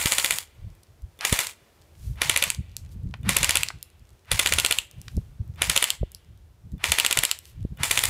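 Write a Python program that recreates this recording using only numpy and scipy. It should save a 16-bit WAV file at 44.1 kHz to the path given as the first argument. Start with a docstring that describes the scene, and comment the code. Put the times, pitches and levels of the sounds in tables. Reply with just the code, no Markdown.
"""Short rattling bursts, about 16 shots a second: an electric airsoft rifle firing in a pine wood.
The motor winds up, the piston slams and the gearbox chatters; some 77 ms later each pellet cracks
on wood close by. The trunks scatter the sound, twigs tick, and the needles hush softly behind it all.
Light wind buffets the camera's microphone, and a few soft bumps ring its housing."""
import sys
import numpy as np
from scipy import signal
from scipy.fft import rfft, irfft
from scipy.io import wavfile
from scipy.ndimage import uniform_filter1d, minimum_filter1d

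SR = 44100
rng = np.random.default_rng(int(sys.argv[2]) if len(sys.argv) > 2 else 0)


def wrap_up_sound(samples):
    """Save the sound to the file named by the first command line argument, as 16-bit audio."""
    columns = np.atleast_2d(samples).T
    # keep every value between -1 and 1, then stretch to whole-number steps
    tamed = np.clip(columns, -1, 1)
    steps = np.round(tamed * 32767).astype(np.int16)
    wavfile.write(sys.argv[1], SR, steps)


N = 356769
TIME = np.arange(N) / SR

# resonances of the rifle's body: f/Hz, level/dB, t60/s
BODY_MODES = [(559, -10, 0.063), (705, -20.5, 0.078), (970, -17.5, 0.017), (1440, -5, 0.049),
              (2065, -0.5, 0.03), (2427, 0, 0.031), (2940, 0, .016), (3530, 1, 0.034)]
# spectrum of the rattling spring and gears: f/Hz, level/dB
CLATTER_SPECTRUM = [(120, -18), (300, -17), (520, -7), (780, -6), (950, -0.5), (1200, -5.5), (1750, -2),
                    (2150, 2), (3000, -1.5), (4200, -3.5), (5600, -6), (7300, -7), (10000, -8),
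                    (15000, -13)]
# trigger pulls: first slam t/s, shots, lag while the motor gains speed/s, wind-up/dB, slam/dB, clatter/dB,
# treble as the muzzle turns toward or away/dB, pellet flight/s, strike/dB, knock f/Hz, strike treble/dB
TRIGGER_PULLS = [(-0.0054, 6, 0.0022, -44, -15.5, -32.5, 2.5, 0.077, -20.5, 3500, -6.5),
                 (1.2513, 3, 0.015, -35, -16.5, -32.5, -0.5, 0.0784, -22.5, 3900, -4.5),
                 (2.2185, 4, 0.02, -46.5, -12, -33.5, -5, 0.077, -13.5, 2780, 3.5),
                 (3.2928, 5, 0.014, -40.5, -13.5, -31.5, -5, 0.077, -12, 3020, -1.5),
                 (4.3169, 7, 0.02, -49.5, -14, -33.5, -2.5, 0.0758, -13.5, 3000, -3.5),
                 (5.6205, 4, 0.019, -46, -13, -33.5, -3.5, 0.0770, -11.5, 3330, -3),
                 (6.8418, 7, 0.02, -49, -15, -33, -4.5, 0.0778, -11.5, 3200, -0.5),
                 (7.8341, 4, 0.017, -40.5, -16, -33, 0, 0.08, -15, 3380, 3.5)]


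def undb(db):
    """Decibels to gain."""
    return 10 ** (np.asarray(db) / 20)


def unit(x):
    """Scale to rms 1."""
    return x / np.sqrt(np.mean(x ** 2) + 1e-20)


def unit_click(x):
    """Scale a click so that its energy equals 3 ms at rms 1."""
    return x * np.sqrt(.003 * SR / np.sum(x ** 2))


def add(out, s, x):
    """Mix x into out, starting at s seconds."""
    start = int(round(s * SR))
    lo, hi = max(start, 0), min(start + len(x), len(out))
    if hi > lo:
        out[lo:hi] += x[lo - start:hi - start]


def colour(x, points):
    """Minimum-phase filter through points of f/Hz, level/dB."""
    size = 4096
    hz, db = np.transpose(points)
    bin_hz = np.arange(size // 2 + 1) * SR / size
    gain = undb(np.interp(np.log(bin_hz + 1), np.log(hz), db))
    cepstrum = irfft(np.log(gain))[:size // 2]
    cepstrum[1:] *= 2
    response = irfft(np.exp(rfft(cepstrum, size)))[:size // 2]
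    return signal.fftconvolve(x, response)[:len(x)]


def band(x, lo_hz, hi_hz, order=2):
    """Butterworth band-pass."""
    edges_hz = [lo_hz, min(hi_hz, SR / 2 - 1000)]
    return signal.sosfilt(signal.butter(order, edges_hz, "band", fs=SR, output="sos"), x)


def ring(x, modes):
    """Damped resonances (f/Hz, level/dB, t60/s) driven by x."""
    t = TIME[:SR // 20]
    response = sum(undb(db - 60 * t / t60) * np.sin(2 * np.pi * hz * t) for hz, db, t60 in modes)
    return signal.fftconvolve(x, response)[:len(x)]


def contact(decay_s, grit):
    """A hard touch followed by a quickly dying chatter of grit times its strength."""
    t = TIME[:SR // 16]
    chatter = rng.standard_normal(len(t)) * np.exp(-t / decay_s) * (t > 0)
    return (t == 0) + grit * chatter / np.sqrt(np.sum(chatter ** 2))


def wander(rate_hz):
    """Smooth random drift with a spread near 1."""
    hold = int(SR / rate_hz)
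    steps = np.repeat(rng.standard_normal(N // hold + 1), hold)
    return uniform_filter1d(uniform_filter1d(steps, hold), hold)[:N]


def jitter(t, rate_hz):
    """Random values joined by straight lines over the times t."""
    knots = t[::SR // rate_hz]
    return np.interp(t, knots, rng.standard_normal(len(knots)))


def needles():
    """A soft hush of air in the pine needles, slowly swelling and sinking."""
    # spectrum of the hush: f/Hz, level/dB
    spectrum = [(120, -26.5), (200, -1.5), (292, -6), (326, 0.5), (1090, -9.5), (1880, -13), (2750, -15.5),
                (5260, -18), (7830, -20), (15000, -22.5)]
    # swell of the hush: t/s, level/dB
    swell = [(1.0, 6), (1.7, 8.5), (3.1, 4.5), (5.0, 6), (6.6, 2), (7.6, 5)]
    swell_db = np.interp(TIME, *np.transpose(swell)) + 0.63 * wander(10)
    hush = band(colour(rng.standard_normal(N), spectrum), 150, 18000)
    return unit(hush) * undb(swell_db - 69.5)


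def grass():
    """Dry grass stirs now and then with a faint, grainy rustle."""
    # rustles: t/s, level/dB, half-width/s
    rustles = [(2.065, -57, 0.086), (2.927, -60.5, 0.021), (5.119, -64, 0.13), (7.476, -57, .05)]
    stir = sum(undb(db) * np.exp(-((TIME - s) / width_s) ** 2) for s, db, width_s in rustles)
    grains = rng.standard_normal(N) * undb(5.8 * rng.standard_normal(N))
    return stir * unit(band(grains, 2300, 14000))


def eddy(out, s, db, hz, swell_s):
    """A swirl of air swells, shakes the microphone for a few cycles and fades."""
    t = TIME[:SR // 2] - 1 / 4
    shape = 1 / np.cosh(t / swell_s)
    swirl = band(rng.standard_normal(len(t)), hz / 2.5, hz * 1.425, order=3) * shape
    add(out, s + t[0], undb(db + 3.0) * unit(swirl) * np.sqrt(np.mean(shape ** 2)))


def puff(out, s, db, hz, roundness):
    """A puff hits the microphone: a pressure peak between two shallow troughs."""
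    t = TIME[:SR // 5] - 1 / 10
    from_peak = np.hypot(2 * np.pi * hz * t, roundness)
    peak, trough = np.exp(-from_peak * 1.6), np.exp(-(from_peak / 5.1) ** 2)
    pulse = peak - trough * peak.sum() / trough.sum()
    add(out, s + t[0], undb(db) * pulse / pulse.max())


def wind():
    """Wind right on the microphone: a weak low rumble, small eddies, stronger gusts and sharp puffs."""
    # strength of the breeze: t/s, level/dB
    breeze = [(0.0, -51), (0.4, -60.5), (1.28, -59.5), (1.6, -67), (2.03, -60.5), (2.21, -43.5),
              (2.52, -51.5), (3.42, -40), (3.72, -46.5), (4.17, -63.5), (4.55, -37), (4.75, -55.5),
              (5.65, -44), (5.81, -57.5), (6.81, -55.5), (7.46, -64), (7.73, -52.5), (8.09, -37)]
    # spectrum of the rumble: f/Hz, level/dB
    spectrum = [(15, -32), (30, -11.5), (50, -1), (80, 4.5), (150, -9), (250, -25), (500, -38.5),
                (1500, -74.5)]
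    # the strongest gusts: t/s, level/dB, centre f/Hz, swell time/s
    gusts = [(0.66, -39.5, 79.4, 0.029), (1.04, -38, 63, 0.018), (2.088, -32, 81, 0.031),
             (2.597, -29, 109.3, 0.0088), (3.056, -31.5, 90.6, 0.011), (3.28, -30, 139.5, 0.024),
             (4.99, -42, 100, .018), (5.177, -27.5, 90, 0.015), (5.411, -27.5, 97.7, 0.0076),
             (6.743, -33, 110, .012), (6.913, -34.5, 81, .014), (7.191, -37, 95.5, 0.011),
             (7.616, -35.5, 86, 0.026), (7.726, -35, 108, 0.0095)]
    # sharp puffs: t/s, level/dB, centre f/Hz, roundness 0-1
    puffs = [(0.058, -14, 97, 0), (1.327, -8.5, 88, 0), (5.176, -13, 86.4, 0.5), (6.015, -17.5, 74.6, 1),
             (6.033, -15.5, 75.5, 0.45), (7.651, -15, 111.5, 0.37)]
    breeze_db = np.interp(TIME, *np.transpose(breeze))
    rumble = unit(colour(rng.standard_normal(N), spectrum))
    out = rumble * undb(breeze_db + 3.5 * wander(10) + 1.5)
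    # small eddies follow the strength of the breeze
    moments = np.linspace(0, N - 1, 50).astype(int)
    for i, (late, strong, high) in zip(moments, rng.standard_normal((len(moments), 3))):
        eddy_db = breeze_db[i] + 5 + 2.5 * strong
        eddy(out, TIME[i] + 0.049 * late, eddy_db, hz=89.5 * 2 ** (0.22 * high), swell_s=.012)
    for s, db, hz, swell_s in gusts:
        eddy(out, s, db, hz, swell_s)
    for s, db, hz, roundness in puffs:
        puff(out, s, db, hz, roundness)
    # the microphone loses the deepest bass, and turbulence holds no treble
    return colour(out, [(18, -10), (42, 1), (600, 2.0), (1500, -27.0)])


def housing_bumps():
    """Soft knocks briefly ring the camera's housing, right at the microphone."""
    # hollow bumps: t/s, level/dB, f/Hz
    bumps = [(1.327, -29.5, 437), (5.177, -34, 452), (6.03, -24, 473)]
    out = np.zeros(N)
    for s, db, hz in bumps:
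        touch = contact(decay_s=0.00085, grit=.2)
        add(out, s, undb(db) * unit_click(band(touch, hz / 1.4, hz * 1.3, order=3)))
    return out


def ticks():
    """Small dry ticks, each in its own band, and a sprinkle of fainter ones from the ground litter."""
    # twigs, gun parts and ricochets: t/s, level/dB, centre f/Hz
    snaps = [(0.8332, -52.5, 6600), (1.2097, -28.5, 3530), (2.5476, -33.5, 5000), (2.767, -27, 8630),
             (3.1399, -32, 1410), (3.6863, -24.5, 4360), (3.7037, -30, 1200), (3.8278, -31.5, 7820),
             (4.9126, -45.5, 6080), (5.0155, -41.5, 8110), (5.082, -35.5, 2770), (5.168, -42.5, 7000),
             (6.1186, -44, 9000), (6.1482, -35, 7000), (7.389, -35.5, 8570), (7.4549, -44.5, 5600)]
    decay_cycles = 5.4  # low ticks last longer
    litter = [(when * N / SR, -67 + 11 * loud, 3500 * 3 ** high)
              for when, loud, high in rng.random((120, 3))]
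    out = np.zeros(N)
    for s, db, hz in list(snaps) + litter:
        snap = contact(decay_s=decay_cycles / hz, grit=1.0)
        add(out, s, undb(db) * unit_click(band(snap, hz / 2.1, hz * 1.8)))
    return out


def trunk_echoes(x, near_db, near_t60_s, far_db, far_t60_s):
    """Near trunks return a short bright scatter, the deeper wood a faint dull one."""
    t = TIME[:SR * 3 // 2]
    onset = 1 - np.exp(-t / 0.0034)
    tail = np.zeros(len(t))
    for db, t60, lo_hz, hi_hz in [(near_db, near_t60_s, 700, 13000), (far_db, far_t60_s, 1300, 4200)]:
        echo = band(rng.standard_normal(len(t)), lo_hz, hi_hz) * undb(-60 * t / t60) * onset
        tail += undb(db) * echo / np.sqrt(np.sum(echo ** 2))
    return signal.fftconvolve(x, tail)[:N]


def slam_times(first_s, shots, lag_s):
    """One slam per turn of the gear; the first turns take longer while the motor gains speed."""
    cycle_s = .0624
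    shortfall = .13  # share of the motor's missing speed left after each turn
    turn = np.arange(round(shots))
    return first_s + turn * cycle_s + lag_s * (1 - shortfall ** turn)


def strike(hz, treble_db):
    """A pellet on wood: a very short crack and a dry knock whose pitch depends on where it lands."""
    # spectrum of the crack: f/Hz, level/dB
    spectrum = [(400, -30), (1000, -5), (2800, 5.5), (5500, -5.5), (7500, 12), (10000, 3), (12500, 2.5),
                (15500, -4.5)]
    push = contact(decay_s=.0004, grit=0.43)
    # the struck spot rings in a narrow range; the wood behind it answers faintly
    spot = ring(push, [(hz, 0, .003), (hz * 1.22, -3, .004), (hz * .9, -13, .014)])
    wood = ring(push, [(940, 0.0015, 0.034), (1700, 0, .012)])
    knock = unit_click(band(spot, hz * 0.74, hz * 1.6, order=4)) + undb(-21.5) * unit_click(wood)
    # crumbs of bark fly off for a few milliseconds
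    crumbs = colour(contact(decay_s=0.0053, grit=8.7), spectrum)
    crack = unit_click(colour(push, spectrum)) + undb(-13.0) * unit_click(crumbs)
    return unit_click(knock + undb(treble_db + 4.0) * crack)


def pellets():
    """Each slam sends a pellet that strikes close by one flight time later, a little off the last spot."""
    flight_spread_s, level_spread_db, treble_spread_db = .0004, 1.2, 2.5
    # per shot: the knock's pitch creeps up slightly through a burst, with random scatter
    rise_octaves, spread_octaves = 0.012, .05
    out = np.zeros(N)
    for first_s, shots, lag_s, *_, flight_s, db, hz, treble_db in TRIGGER_PULLS:
        for turn, s in enumerate(slam_times(first_s, shots, lag_s)):
            late, hard, high, bright = rng.standard_normal(4)
            octaves = rise_octaves * turn + spread_octaves * high
            hit = strike(hz * 2 ** octaves, treble_db + treble_spread_db * bright)
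            add(out, s + flight_s + flight_spread_s * late, undb(db - 1.5 + level_spread_db * hard) * hit)
    # so light a pellet moves no bass
    return band(out, 740, SR, order=3)


def wind_up(length_s, tooth_hz, treble_db):
    """The motor gathers speed and draws the spring back; gear teeth click and scuff."""
    t = TIME[:int(length_s * SR)]
    speed = 1 - np.exp(-2.5 * t / length_s)
    # backlash makes the teeth meet at uneven moments
    backlash = np.exp(.5 * jitter(t, 700))
    phase = np.cumsum(tooth_hz * speed * backlash / SR) % 1
    clicks = np.diff(phase, prepend=0) < 0
    scuffs = np.exp(-phase / 0.5) * rng.standard_normal(len(t))
    spectrum = [(200, -20), (700, -3.0), (1200, 3.5), (2400, 3.0), (4500, -9.0),
                (7000, treble_db - 20), (11000, treble_db - 18.5), (15000, treble_db - 30.0)]
    gears = colour(unit(scuffs) + unit(1. * clicks), spectrum)
    # the meshing gears also sing a tone that rises with their speed
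    whirr = np.sin(2 * np.pi * np.cumsum(tooth_hz * speed * backlash ** 0.17) / SR)
    return unit((unit(gears) + undb(-7.5) * whirr) * speed ** 2)


def clatter(pattern, treble_db):
    """Spring and gears chatter after a slam; the shared pattern keeps the shots partly alike."""
    # how the clatter dies away among the trunks: t/s after the slam, level/dB
    decay = [(0, 7.5), (.02, 2.5), (.055, 0), (.09, -6), (.125, -11.5), (.17, -40), (.25, -42.5)]
    t = TIME[:len(pattern)]
    grains = pattern + 2.3 * rng.standard_normal(len(t)) * undb(2.6 * rng.standard_normal(len(t)))
    flicker = undb(3.1 * jitter(t, 400))
    rattle = unit(colour(grains, CLATTER_SPECTRUM))
    # the body tones die sooner than the rattle
    body = unit(ring(grains, BODY_MODES)) * np.exp(-t / 0.016)
    # escaping air adds a sizzle above 6.5 kHz
    sizzle = [(4500, 0.0056), (6000, 0.005),
              (7000, treble_db + 6.0), (11000, treble_db + 2.5), (13000, treble_db + 1.0)]
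    chatter = colour(rattle + undb(-3.5) * body, sizzle)
    return chatter * flicker * undb(np.interp(t, *np.transpose(decay)))


def slam(out, s, db):
    """The piston slips off the gear, scrapes down the cylinder and hits its head; a nearby trunk throws the
    blow back a moment later."""
    # spectrum of the piston's blow: f/Hz, level/dB
    spectrum = [(150, -29.5), (600, -8.5), (1200, -13), (2200, 3.5), (3500, 2.5), (5200, -7.5), (7300, -2),
                (8400, -6.5), (9800, 2), (12000, -5), (15500, -36.5)]
    run_s, trunk_echo_s = .003, 0.017
    t = TIME[:SR // 16]
    # the scrape grows louder as the piston gains speed
    rubbing = rng.standard_normal(len(t)) * (t < run_s) * (t / run_s) ** 2
    jolt = ring(contact(decay_s=0.00035, grit=1.0), BODY_MODES)
    scrape = undb(-10.0) * unit_click(jolt) + undb(-5.5) * unit_click(colour(rubbing, spectrum))
    add(out, s - run_s, undb(db) * scrape)
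    # the last tooth lets go of the piston a moment earlier
    release = colour(contact(decay_s=0.018, grit=3.6), CLATTER_SPECTRUM)
    add(out, s - .009, undb(db - 23) * unit_click(release))
    smack = colour(contact(decay_s=0.00022, grit=0.75), spectrum)
    body = ring(1. * (t == 0), BODY_MODES)
    impact = undb(1.0) * unit_click(smack) + undb(-7.5) * unit_click(body)
    add(out, s, undb(db) * impact)
    add(out, s + trunk_echo_s + 0.002 * rng.standard_normal(), undb(db - 14.5) * impact)


def rifle():
    """Every burst opens with the motor kicking in and winding up; each cycle is a slam and its clatter."""
    wind_up_s = .061
    slam_spread_db, clatter_fall_db = 1.2, 0.87  # from shot to shot
    out = np.zeros(N)
    pattern = rng.standard_normal(SR // 4)
    for first_s, shots, lag_s, motor_db, slam_db, clatter_db, treble_db, *_ in TRIGGER_PULLS:
        # the trigger's click and the motor's first jolt
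        trigger = contact(decay_s=.0015, grit=1.5)
        kick = unit_click(ring(trigger, BODY_MODES)) + unit_click(trigger)
        add(out, first_s - wind_up_s, undb(motor_db - 9) * kick)
        motor = wind_up(wind_up_s, tooth_hz=1117, treble_db=treble_db + 4.5)
        add(out, first_s - wind_up_s, undb(motor_db - 0.5) * motor)
        for turn, s in enumerate(slam_times(first_s, shots, lag_s)):
            slam(out, s, slam_db + slam_spread_db * rng.standard_normal())
            add(out, s, undb(clatter_db - clatter_fall_db * turn) * clatter(pattern, treble_db))
    return out


def scene():
    """One microphone among the pines: rifle, pellets and ticks echo over wind and a soft hush."""
    direct = rifle() + pellets() + ticks()
    echoes = trunk_echoes(direct, near_db=-17.5, near_t60_s=0.21, far_db=-39.0, far_t60_s=1.4)
    return (direct + echoes + wind() + housing_bumps() + needles() + grass())[None]


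def record(dry):
    """The camera's fast limiter holds down the tallest peaks; a steep low-pass cuts the top."""
    ceiling, window_samples, top_hz = 1.0, 17, 15400
    gain = ceiling / np.maximum(np.abs(dry), ceiling)
    gain = uniform_filter1d(minimum_filter1d(gain, window_samples), window_samples)
    return signal.sosfilt(signal.ellip(8, .2, 85, top_hz, fs=SR, output="sos"), dry * gain)


dry = scene()
out = record(dry)
wrap_up_sound(out)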